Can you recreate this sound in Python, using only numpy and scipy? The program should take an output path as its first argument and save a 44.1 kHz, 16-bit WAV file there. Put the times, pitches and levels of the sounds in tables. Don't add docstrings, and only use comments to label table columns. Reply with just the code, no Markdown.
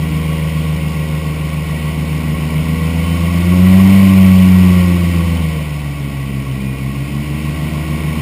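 import sys
import numpy as np
from scipy import signal
from scipy.fft import rfft, irfft, next_fast_len
from scipy.io import wavfile
from scipy.ndimage import uniform_filter1d, map_coordinates

SR = 44100
rng = np.random.default_rng(int(sys.argv[2]) if len(sys.argv) > 2 else 0)


def gain_from_decibels(decibels):
    exponent = np.asarray(decibels, float) / 20
    return 10 ** exponent


def to_wav(sig):
    pcm = np.clip(np.atleast_2d(sig), -1, 1) * 32767
    pcm = np.round(pcm).astype(np.int16)
    wavfile.write(sys.argv[1], SR, pcm.T)


N = 362061
TIME = np.arange(N) / SR
CRUISE_HZ = 77

# (blade rate [Hz], blade tone [dB], octave [dB])
BLADE_TONE = [(65.4, -27.5, -21.5), (69.4, -28, -22.5), (75.9, -24, -21.5), (78.8, -22, -17.5),
              (82, -17.5, -19), (86.3, -16, -15.5), (91.9, -12.5, -7), (98, -13.1, -6.1)]
# (blade rate [Hz], harmonics 3, 4, 5 and 6 [dB])
LOW_HARMONICS = [(66.0, -29.0, -34.0, -42.0, -53.0), (70.0, -36.0, -39.0, -44.0, -49.0),
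                 (75.0, -37.5, -47.5, -47.0, -50.5), (77.5, -41.5, -45.0, -47.0, -40.0),
                 (82.0, -38.0, -40.5, -51.0, -36.5), (86.0, -34.5, -37.5, -50.0, -40.0),
                 (90.0, -34.0, -34.0, -43.5, -37.0), (97.0, -27.5, -43.5, -36.0, -37.0)]
# (blade rate [Hz], harmonics 7, 8, 9 and 11 [dB])
MID_HARMONICS = [(66.0, -41.5, -50.5, -61.0, -63.0), (70.0, -55.0, -49.0, -61.0, -62.0),
                 (75.0, -46.5, -49.0, -47.5, -60.0), (77.5, -40.5, -51.5, -51.0, -54.5),
                 (82.0, -42.0, -46.0, -50.0, -48.5), (86.0, -46.5, -50.5, -53.0, -56.0),
                 (90.0, -41.0, -46.0, -56.5, -47.5), (97.0, -38.5, -46.5, -48.0, -34.5)]
# (blade harmonic [number], growth [dB per unit of load], negative where load
HARMONIC_LOAD = [(3, 2.4), (4, -1.2), (5, 2), (6, .2), (7, -.7), (8, 1.4), (9, .7), (11, 2.3)]
# (harmonic [number], rms level slow, cruising, climbing and full [dB])
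HIGH_HARMONICS = [(10, -54.5, -54.5, -54.0, -47.0), (12, -62.0, -50.5, -52.5, -39.5),
                  (13, -60.0, -52.0, -43.0, -61.5), (14, -65.0, -47.5, -54.0, -63.5),
                  (20, -62.0, -61.5, -65.5, -49.5), (24, -62.5, -60.5, -56.5, -49.0)]
# (shaft harmonic [number], rms level slow, cruising, climbing and full [dB])
SHAFT_IMBALANCE = [(1, -63.5, -57.0, -55.0, -49.0), (2, -59.0, -54.0, -48.0, -44.0),
                   (4, -48.0, -44.0, -45.0, -49.5), (5, -50.5, -46.5, -47.5, -38.0),
                   (10, -50.0, -52.5, -58.5, -49.5)]


def propeller(passes):
    tone_db, octave_db = at_speed(BLADE_TONE)
    speed, load = throttle()
    overtones_db = 1.4
    gain_db = overtones_db + .08 * np.maximum(speed - CRUISE_HZ, 0)
    blade = passes + .5
    octave_lead = by_speed((.07, -.01, .17))
    twelfth_lead = .17

    sound = tone(blade, tone_db, flutter_db=0.53, slip=.004)
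    sound += tone(2 * blade + octave_lead, octave_db, flutter_db=0.4, slip=0.0082)
    harmonics_db = at_speed(LOW_HARMONICS) + at_speed(MID_HARMONICS)
    for db, (k, load_db) in zip(harmonics_db, HARMONIC_LOAD):
        sound += tone(k * blade + twelfth_lead, db + load_db * load + gain_db, flutter_db=1.8, slip=0.03)
    for k, *db in HIGH_HARMONICS:
        sound += tone(k * (blade + .4), by_setting(db) + overtones_db, flutter_db=1.8, slip=.035)

    shaft = blade / 3
    for k, *db in SHAFT_IMBALANCE:
        sound += tone(k * shaft, by_setting(db), flutter_db=4.5, slip=0.12)
    return sound


# (blade rate [Hz], camshaft orders 5, 6, 8 and 11 [dB])
MAIN_ORDERS = [(66.0, -29.6, -44.6, -32.2, -40.2), (70.0, -29.6, -37.2, -31.3, -34.6),
               (75.0, -31.9, -30.6, -35.6, -37.5), (78.0, -25.4, -26.8, -30.0, -45.2),
               (82.0, -26.9, -24.0, -29.2, -51.2), (86.0, -27.9, -27.6, -32.9, -49.0),
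               (90.0, -30.1, -32.9, -32.3, -49.5), (97.0, -39.7, -32.7, -31.6, -43.7)]
# (camshaft order [number], rms level slow, cruising, climbing and full [dB])
WEAK_ORDERS = [(2, -52.5, -44.0, -39.5, -34.5), (7, -47.5, -41.0, -44.5, -46.5),
               (12, -58.5, -43.5, -51.0, -49.5), (14, -62.0, -53.5, -52.0, -52.0),
               (15, -63.0, -53.5, -52.0, -50.0), (16, -51.0, -52.0, -52.0, -52.0)]
# (blade rate [Hz], camshaft orders 3, 4, 9 and 10 [dB])
BETWEEN_ORDERS = [(66.0, -49.5, -44.0, -49.5, -48.5), (70.0, -52.5, -48.0, -44.0, -58.5),
                  (75.0, -42.0, -47.5, -39.0, -50.5), (77.5, -48.5, -51.5, -41.0, -38.0),
                  (82.0, -41.5, -45.5, -41.0, -41.5), (86.0, -35.5, -47.0, -43.0, -33.0),
                  (90.0, -37.0, -41.0, -42.5, -31.5), (97.0, -37.5, -34.0, -43.0, -36.5)]
# (camshaft order [number], growth [dB per unit of load])
BETWEEN_ORDER_LOAD = [(3, .7), (4, .4), (9, 2.7), (10, -.5)]


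def exhaust(passes):
    cam = .38186 * passes + .025
    load = throttle()[1]
    fifth_db, sixth_db, firing_db, eleventh_db = at_speed(MAIN_ORDERS)
    firing_lead = by_speed((.1, -.15, .3))
    sound = tone(5 * cam, fifth_db + 1.9 * load, flutter_db=1.0, slip=0.047)
    sound += tone(6 * cam, sixth_db + .9 * load, flutter_db=1.0, slip=0.047)
    sound += tone(8 * cam + firing_lead, firing_db + 2.1 * load, flutter_db=1.0, slip=0.047)
    sound += tone(11 * cam, eleventh_db + 3.7 * load, flutter_db=1.0, slip=0.047)

    minor_db = .3
    for k, *db in WEAK_ORDERS:
        sound += tone(k * (cam + 0.252), by_setting(db) + minor_db, flutter_db=2.5, slip=0.059)
    for db, (k, load_db) in zip(at_speed(BETWEEN_ORDERS), BETWEEN_ORDER_LOAD):
        sound += tone(k * (cam + 0.255), db + load_db * load + minor_db, flutter_db=3.0, slip=0.051)
    return sound


# (blade rate [Hz], reduction gear whine [dB], pump whine [dB])
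GEAR_WHINE = [(66.2, -41, -70), (67.6, -56, -70), (69.5, -46, -70), (71.5, -57, -70), (73.5, -47, -70),
              (75.8, -60, -70), (77, -49, -68), (78.3, -46, -46), (80, -58, -62), (83, -40, -62),
              (88, -55, -70)]


def gears(passes):
    gear_db, pump_db = at_speed(GEAR_WHINE)
    load = throttle()[1]
    pump = tone(124 / 3 * passes, pump_db, flutter_db=1.5, slip=0.12)
    return pump + tone(110 / 3 * passes, gear_db + 1.5 * load, flutter_db=2, slip=0.15)


# (frequency [Hz], level [dB per Hz])
WASH_SPECTRUM = [(25, -6), (45, -9), (110, -11), (170, 8.5), (300, -3), (420, -2), (600, -36)]
# (frequency [Hz], level [dB per Hz])
BODY_SPECTRUM = [(250, -22), (400, -3.5), (560, 2.5), (680, 2), (780, -6), (900, -4.5), (1000, -12),
                 (1200, -29)]
# (frequency [Hz], level [dB per Hz])
CAVITY_SPECTRUM = [(700, -14.5), (950, -7), (1040, -3), (1112, 5.5), (1165, -4.5), (1240, -23), (1400, -25)]
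# (frequency [Hz], level [dB per Hz])
HISS_SPECTRUM = [(1100, -54), (1240, -16), (1420, -9), (1760, -19), (1860, -7.5), (1940, 0), (2040, -6),
                 (2220, 0), (2400, -4.5), (3100, -7), (3350, -18), (3800, -23)]
# (frequency [Hz], level [dB per Hz])
THIN_HISS_SPECTRUM = [(2800, -30), (3450, 2.5), (4030, -2), (4220, 0), (4450, -2), (4800, -1), (5050, -1),
                      (5300, 0.5), (5950, -8.5), (6300, -40)]
# (cruising level [dB], growth [dB per Hz of blade rate], growth [dB per unit of load])
ROAR_LEVELS = [
    (-32.5, 0.3422, 0.29),
    (-37, 0.3167, 0.7),
    (-39.5, 0.2, 0),
    (-34.5, 0.2749, 1.1),
]


def slipstream(passes):
    speed, load = throttle()
    faster = speed - CRUISE_HZ
    hiss_db, cavity_db, body_db, wash_db = [
        db + speed_db * faster + load_db * load for db, speed_db, load_db in ROAR_LEVELS]
    chop = np.cos(2 * np.pi * passes)
    double_chop = np.cos(4 * np.pi * passes)

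    wash = gain_from_decibels(wash_db) * rush(WASH_SPECTRUM, patchy_db=-2.1)
    body = gain_from_decibels(body_db) * rush(BODY_SPECTRUM, patchy_db=1.3)
    cavity = gain_from_decibels(cavity_db) * (1 + 0.026 * chop) * rush(CAVITY_SPECTRUM, patchy_db=0.4)
    thin_chop = 1 + 0.097 * chop + 0.056 * double_chop
    thin_hiss = gain_from_decibels(-9.5) * thin_chop * rush(THIN_HISS_SPECTRUM, patchy_db=1.07)
    hiss = rush(HISS_SPECTRUM, patchy_db=0.92) + thin_hiss
    hiss_gain = gain_from_decibels(hiss_db + 0.074 * wobble(24)) * (1 + 0.066 * chop)
    return wash + body + cavity + hiss_gain * hiss


# (time [s], peak level [dB], ring frequency [Hz])
TICKS = [
    (1.4162, -29, 2810),
    (4.3864, -27, 3130),
    (5.3717, -27, 3030),
    (6.5136, -30, 3030),
    (6.5214, -30, 2720),
    (6.783, -32, 2710),
]


def fittings():
    sound = np.zeros(N + SR)
    t = np.arange(SR // 20) / SR
    for s, db, hz in TICKS:
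        contact = np.diff(rng.standard_normal(len(t) + 1))
        ring = np.sin(2 * np.pi * hz * t) + .5 * contact
        sound[round(s * SR):][:len(t)] += gain_from_decibels(db + 3 - 60 * t / .03) * ring
    return sound[:N]


# (time [s], blade rate [Hz], engine load [over 0 pulling, under 0 coasting])
THROTTLE_PATH = [(0.0, 78.34, -0.9), (0.68, 78.33, -1.0), (0.8, 77.62, -0.5), (1.44, 76.74, -1.3),
                 (2.44, 77.17, 1.6), (2.56, 78.04, 1.0), (3.36, 85.69, 0.6), (3.76, 94.35, 0.4),
                 (3.96, 97.13, -0.3), (4.34, 93.31, -0.4), (4.6, 92.05, 0.0), (5.36, 82.84, -0.3),
                 (5.68, 74.34, -2.6), (6.04, 70.1, -1.2), (6.32, 67.18, 0.1), (6.76, 66.2, 0.7),
                 (7.56, 74.88, 1.5), (8.21, 76.71, 2.0)]


def throttle():
    s, hz, load = np.transpose(THROTTLE_PATH)
    return np.interp(TIME, s, hz), np.interp(TIME, s, load)


def at_speed(rows):
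    hz, *columns = np.transpose(rows)
    now = throttle()[0]
    return [np.interp(now, hz, c) for c in columns]


def by_speed(values):
    return np.interp(throttle()[0], (67, CRUISE_HZ, 94), values)


def by_setting(values):
    return np.interp(throttle()[0], (67, CRUISE_HZ, 84, 94), values)


def tone(turns, db, flutter_db=0., slip=0.):
    flutter, drift = wobble(9), wobble(6)
    return np.sqrt(2) * gain_from_decibels(db + flutter_db * flutter) * np.cos(2 * np.pi * (turns + slip * drift))


def wobble(rate):
    coarse = TIME[::64]
    knots = rng.standard_normal(int(N * rate / SR) + 4)
    return np.interp(TIME, coarse, map_coordinates(knots, [coarse * rate]))


def rush(spectrum, patchy_db):
    z = signal.stft(rng.standard_normal(N + 512), nperseg=512)[2]
    field = uniform_filter1d(rng.standard_normal(z.shape), size=3, axis=0)
    field = uniform_filter1d(field, size=5, axis=1)
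    patchy = signal.istft(z * gain_from_decibels(patchy_db * unit(field)), nperseg=512)[1][:N]
    size = next_fast_len(N)
    closed = [(10, -60)] + list(spectrum) + [(SR / 2, -200)]
    gain = gain_from_decibels(along(closed, np.fft.rfftfreq(size, 1 / SR)))
    return unit(irfft(rfft(patchy, size) * gain, size)[:N])


def along(spectrum, hz):
    points_hz, db = np.transpose(spectrum)
    return np.interp(np.log(hz + 1), np.log(points_hz), db)


def unit(x):
    return x / np.sqrt(np.mean(x ** 2) + 1e-20)


def scene():
    passes = np.cumsum(throttle()[0]) / SR
    machine = propeller(passes) + exhaust(passes) + gears(passes)
    return (machine + slipstream(passes) + fittings())[None]


def band_limit(x):
    return signal.sosfilt(signal.butter(12, 16480, fs=SR, output="sos"), x)


def record(dry):
    coarse = signal.resample_poly(dry, 40, 147, axis=1)
    coarse = coarse / (1 + np.abs(coarse / 1.015) ** 16) ** (1 / 16)
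    held = np.repeat(coarse, 4, axis=1)
    fine = signal.resample_poly(held, 147, 160, axis=1)[:, :N]
    size = next_fast_len(N)
    passband = np.fft.rfftfreq(size, 1 / SR) < 15300
    mix = irfft(rfft(fine, size) * passband, size)[:, :N]
    return band_limit(mix)


dry = scene()
out = record(dry)
to_wav(out)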